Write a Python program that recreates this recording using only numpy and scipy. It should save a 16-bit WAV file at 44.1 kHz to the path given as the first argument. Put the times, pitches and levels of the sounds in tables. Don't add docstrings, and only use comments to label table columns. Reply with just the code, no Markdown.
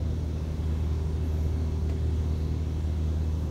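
import sys
import numpy as np
from scipy import signal
from scipy.fft import rfft, irfft
from scipy.io import wavfile
from scipy.ndimage import uniform_filter1d

SR = 44100
rng = np.random.default_rng(int(sys.argv[2]) if len(sys.argv) > 2 else 0)


def magnitude_from_level(level_db):
    exponent = np.asarray(level_db, float) / 20
    return 10 ** exponent


def to_wav(sig):
    pcm = np.clip(np.atleast_2d(sig), -1, 1) * 32767
    pcm = np.round(pcm).astype(np.int16)
    wavfile.write(sys.argv[1], SR, pcm.T)


N = 154350
T = np.arange(N) / SR
F = np.arange(N // 2 + 1) * SR / N + 1e-3

# time in seconds, level in dB.
DRONE_LOAD = [(0, -30), (.3, -30.5), (.5, -32), (.7, -28.5), (1.1, -29.5), (1.5, -27), (1.7, -29),
              (2.2, -27), (2.7, -29.5), (3.1, -27.5), (3.5, -29.5)]
# multiple of the shaft rate, level in dB, slow wander in dB.
MOTOR_HARMONICS = [(1, -26, 1), (2, 0, .2), (3, -15.5, .5), (4, -11.5, .3), (5, -29, 1), (6, -19, .5),
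                   (7, -27, 1), (9, -26, .8), (11, -35, 1.5), (12, -36, 2), (19, -40, 2), (22, -41, 2)]
PANEL_SWELLS = {3: (2.0, .3, 6.5), 5: (3.05, .35, 11), 7: (2.6, .75, 6), 9: (2.9, .8, 6)}
# time in seconds, level in dB.
TENTH_PANEL = [
    (0, -57),
    (.4, -52),
    (1.0, -49),
    (1.6, -48),
    (1.9, -45),
    (2.3, -49),
    (2.9, -56),
    (3.5, -58),
]
# frequency in Hz, level in dB per Hz.
RUMBLE_COLOUR = [(12, -55), (20, -44), (51, -6), (86, -9), (123, -8.5), (202, -15), (369, -20.5),
                 (433, -22), (1400, -42.5), (1820, -49), (3080, -120)]
# time in seconds, level in dB.
BRUSH_PRESSURE = [(0, 1.1), (.4, 0), (.8, 0.8), (1.2, 0.5), (1.6, -0.5), (1.9, -0.1), (2.3, -0.9),
                  (2.9, -0.5), (3.2, -1.1), (3.5, 0)]
# frequency in Hz, level in dB per Hz.
SPRAY_COLOUR = [(710, -14.5), (1200, -2.5), (2180, -2.5), (2820, -3.5), (3780, -4.5), (4960, -6.5),
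                (6090, -7), (10500, -19), (16000, -23)]
# frequency in Hz, width in Hz, gain in dB.
CABIN_TRIM = [(85, 6, -3), (108, 17, 1.5), (155, 19, -3), (205, 11, -3.5), (226, 12, 0), (296, 84, 3),
              (380, 7.8, 2), (409, 71, -4.5), (996, 176, 4), (2190, 140, 4), (2510, 900, -4), (2620, 44, 9),
              (3330, 46, 5.5), (3650, 21, 5), (3970, 54, 3.5), (4950, 370, -4), (7700, 870, -4.5),
              (10400, 570, -4.5)]
# time in seconds, level in dB, hardness (treble against body) in dB.
ROOF_TAPS = [
    (1.893, -50, 7),
    (1.8968, -38, -7),
    (1.906, -45, -10),
    (1.9215, -41, -18),
]
# frequency in Hz, level in dB, 60 dB decay time in seconds.
ROOF_MODES = [(310, 8, .04), (400, 9, .07), (465, 7, .07), (640, 1, .07), (900, -2, .07), (1250, -8, .06),
              (1800, -10, .06), (2000, -2, .1), (2220, -8, .06)]
# frequency in Hz, width in Hz, level in dB.
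CRACK_COLOUR = [(800, 900, -6), (1400, 600, -9), (2100, 1000, -4), (4000, 3500, -13), (7500, 2000, -19),
                (14500, 4000, -24)]
# start in seconds, length in seconds, low whir in dB, high whir in dB.
LENS_STROKES = [
    (1.235, .04, -69, -70),
    (1.275, .085, -77, -67.5),
    (1.36, .1, -72, -70.5),
    (1.46, .05, -80, -73),
    (3.37, .1, -76, -71),
    (.42, .05, -84, -79),
]
# frequency in Hz, width in Hz, level in dB.
LENS_BELLS = [
    [(10900, 200, -6), (11350, 250, 0)],
    [(12800, 500, -4), (14000, 400, -8), (15350, 300, -9), (12500, 4500, 0)],
]
# time in seconds, share of full level.
JET_GUST = [
    (3.3, 0.13),
    (3.33, 0.92),
    (3.39, 0.5),
    (3.42, 0.074),
    (3.5, 0.11),
]
# frequency in Hz, level in dB.
ELECTRONIC_WHINE = [(15603, -88.5), (15160, -93.5)]


def unit(x):
    return x / np.sqrt(np.mean(x ** 2))


def curve(rows):
    return np.interp(T, *np.array(rows).T[:2])


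def walk(rate):
    hold = int(SR / rate)
    levels = rng.standard_normal(N // 500)[:N // hold + 1]
    held = np.repeat(levels, hold)[:N]
    return 1.22 * uniform_filter1d(uniform_filter1d(held, hold), hold)


def bell(hz, width):
    return 1 / (1 + (2 * (F - hz) / width) ** 2)


def ringing(bells):
    gain = sum(magnitude_from_level(db) * bell(hz, width) for hz, width, db in bells)
    return unit(irfft(rfft(rng.standard_normal(N)) * gain, N))


def wash(points, swell_db, flicker_db, flicker_rate, bands_per_octave):
    hz, level_db = np.array(points).T
    colour_db = np.interp(np.log(F), np.log(hz), level_db, left=-90, right=-90)
    trim_db = sum(gain * bell(centre, width) for centre, width, gain in CABIN_TRIM)
    spectrum = rfft(rng.standard_normal(N)) * magnitude_from_level(colour_db + trim_db)
    place = bands_per_octave * np.log2(F / hz[0])
    common_swell = swell_db * walk(3)
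    out = np.zeros(N)
    for k in range(int(bands_per_octave * np.log2(hz[-1] / hz[0])) + 2):
        band = irfft(spectrum * np.clip(1 - abs(place - k), 0, 1), N)
        out += band * magnitude_from_level(common_swell + flicker_db * walk(flicker_rate))
    return unit(out)


def shaft_turn():
    shaft_hz, first_beat_s = 39.047, .0065
    return 2 * np.pi * shaft_hz * (T - first_beat_s) + .02 * walk(3)


def panel_swell(k):
    peak, half, db = PANEL_SWELLS.get(k, (0, 1, 0))
    return db * np.exp(-((T - peak) / half) ** 2)


def motor(turn):
    odd_lag, drift = .9, .04
    load = curve(DRONE_LOAD)
    out = np.zeros(N)
    for k, db, wander_db in MOTOR_HARMONICS:
        base_db = load if k == 2 else load.mean()
        level_db = base_db + db + panel_swell(k) + wander_db * walk(3)
        phase = k * turn - odd_lag * (k % 2) + drift * max(k - 4, 0) * walk(1.5)
        out += magnitude_from_level(level_db) * np.cos(phase)
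    return np.sqrt(2) * out


def tenth_panel(turn):
    return np.sqrt(2) * magnitude_from_level(curve(TENTH_PANEL)) * np.cos(10 * turn + 2 + .15 * walk(1.5))


def rumble(turn):
    throb = 1 + .06 * np.cos(2 * turn)
    noise = wash(RUMBLE_COLOUR, swell_db=.3, flicker_db=1.45, flicker_rate=6.09, bands_per_octave=3)
    return magnitude_from_level(-35.5 + curve(BRUSH_PRESSURE)) * noise * throb


def spray():
    return magnitude_from_level(-55) * wash(SPRAY_COLOUR, swell_db=.7, flicker_db=1.3, flicker_rate=9, bands_per_octave=5)


def taps():
    crack_db, crack_t60_s = -4, .055
    out, noise = np.zeros(N), ringing(CRACK_COLOUR)
    for start, db, hard_db in ROOF_TAPS:
        age = np.maximum(T - start, 0)

        def fade(t60):
            return (T >= start) * np.exp(-np.log(1000) * age / t60)

        ring = np.zeros(N)
        for hz, gain_db, t60 in ROOF_MODES:
            level = magnitude_from_level(gain_db + hard_db * (hz > 1000))
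            ring += level * fade(t60) * np.sin(2 * np.pi * hz * age)
        crack = noise * fade(crack_t60_s) * magnitude_from_level(crack_db + hard_db)
        out += magnitude_from_level(db) * (ring / 2 + crack)
    return out


def lens():
    edge_s = .024
    out = np.zeros(N)
    for column, bells in enumerate(LENS_BELLS):
        whir = sum(magnitude_from_level(db + 1.5 * walk(40)) * ringing([(hz, width, 0)]) for hz, width, db in bells)
        whir = irfft(rfft(whir) * (F > 10600), N)
        gate = np.zeros(N)
        for start, length, *levels_db in LENS_STROKES:
            inside = np.minimum(T - start, start + length - T)
            gate += magnitude_from_level(levels_db[column]) * np.clip(inside / edge_s + .5, 0, 1)
        out += unit(whir) * gate
    return out


def jet():
    return magnitude_from_level(-67) * curve(JET_GUST) * ringing([(6100, 400, 0)])


def body_sway():
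    return magnitude_from_level(-54) * ringing([(25, 14, 0)])


def whine():
    return sum(magnitude_from_level(db) * np.sin(2 * np.pi * hz * T) for hz, db in ELECTRONIC_WHINE)


def scene():
    turn = shaft_turn()
    machine = motor(turn) + tenth_panel(turn)
    water = rumble(turn) + spray() + jet()
    mix = machine + water + taps() + lens() + body_sway() + whine()
    fade_in_s = .002
    return mix[None] * np.minimum(T / fade_in_s, 1)


def roll_off(x):
    return signal.sosfilt(signal.butter(12, 16120, fs=SR, output="sos"), x)


def record(dry):
    top_cut = signal.ellip(12, .1, 40, 15740, fs=SR, output="sos")
    mix = signal.sosfiltfilt(top_cut, dry)
    return roll_off(mix)


dry = scene()
out = record(dry)
to_wav(out)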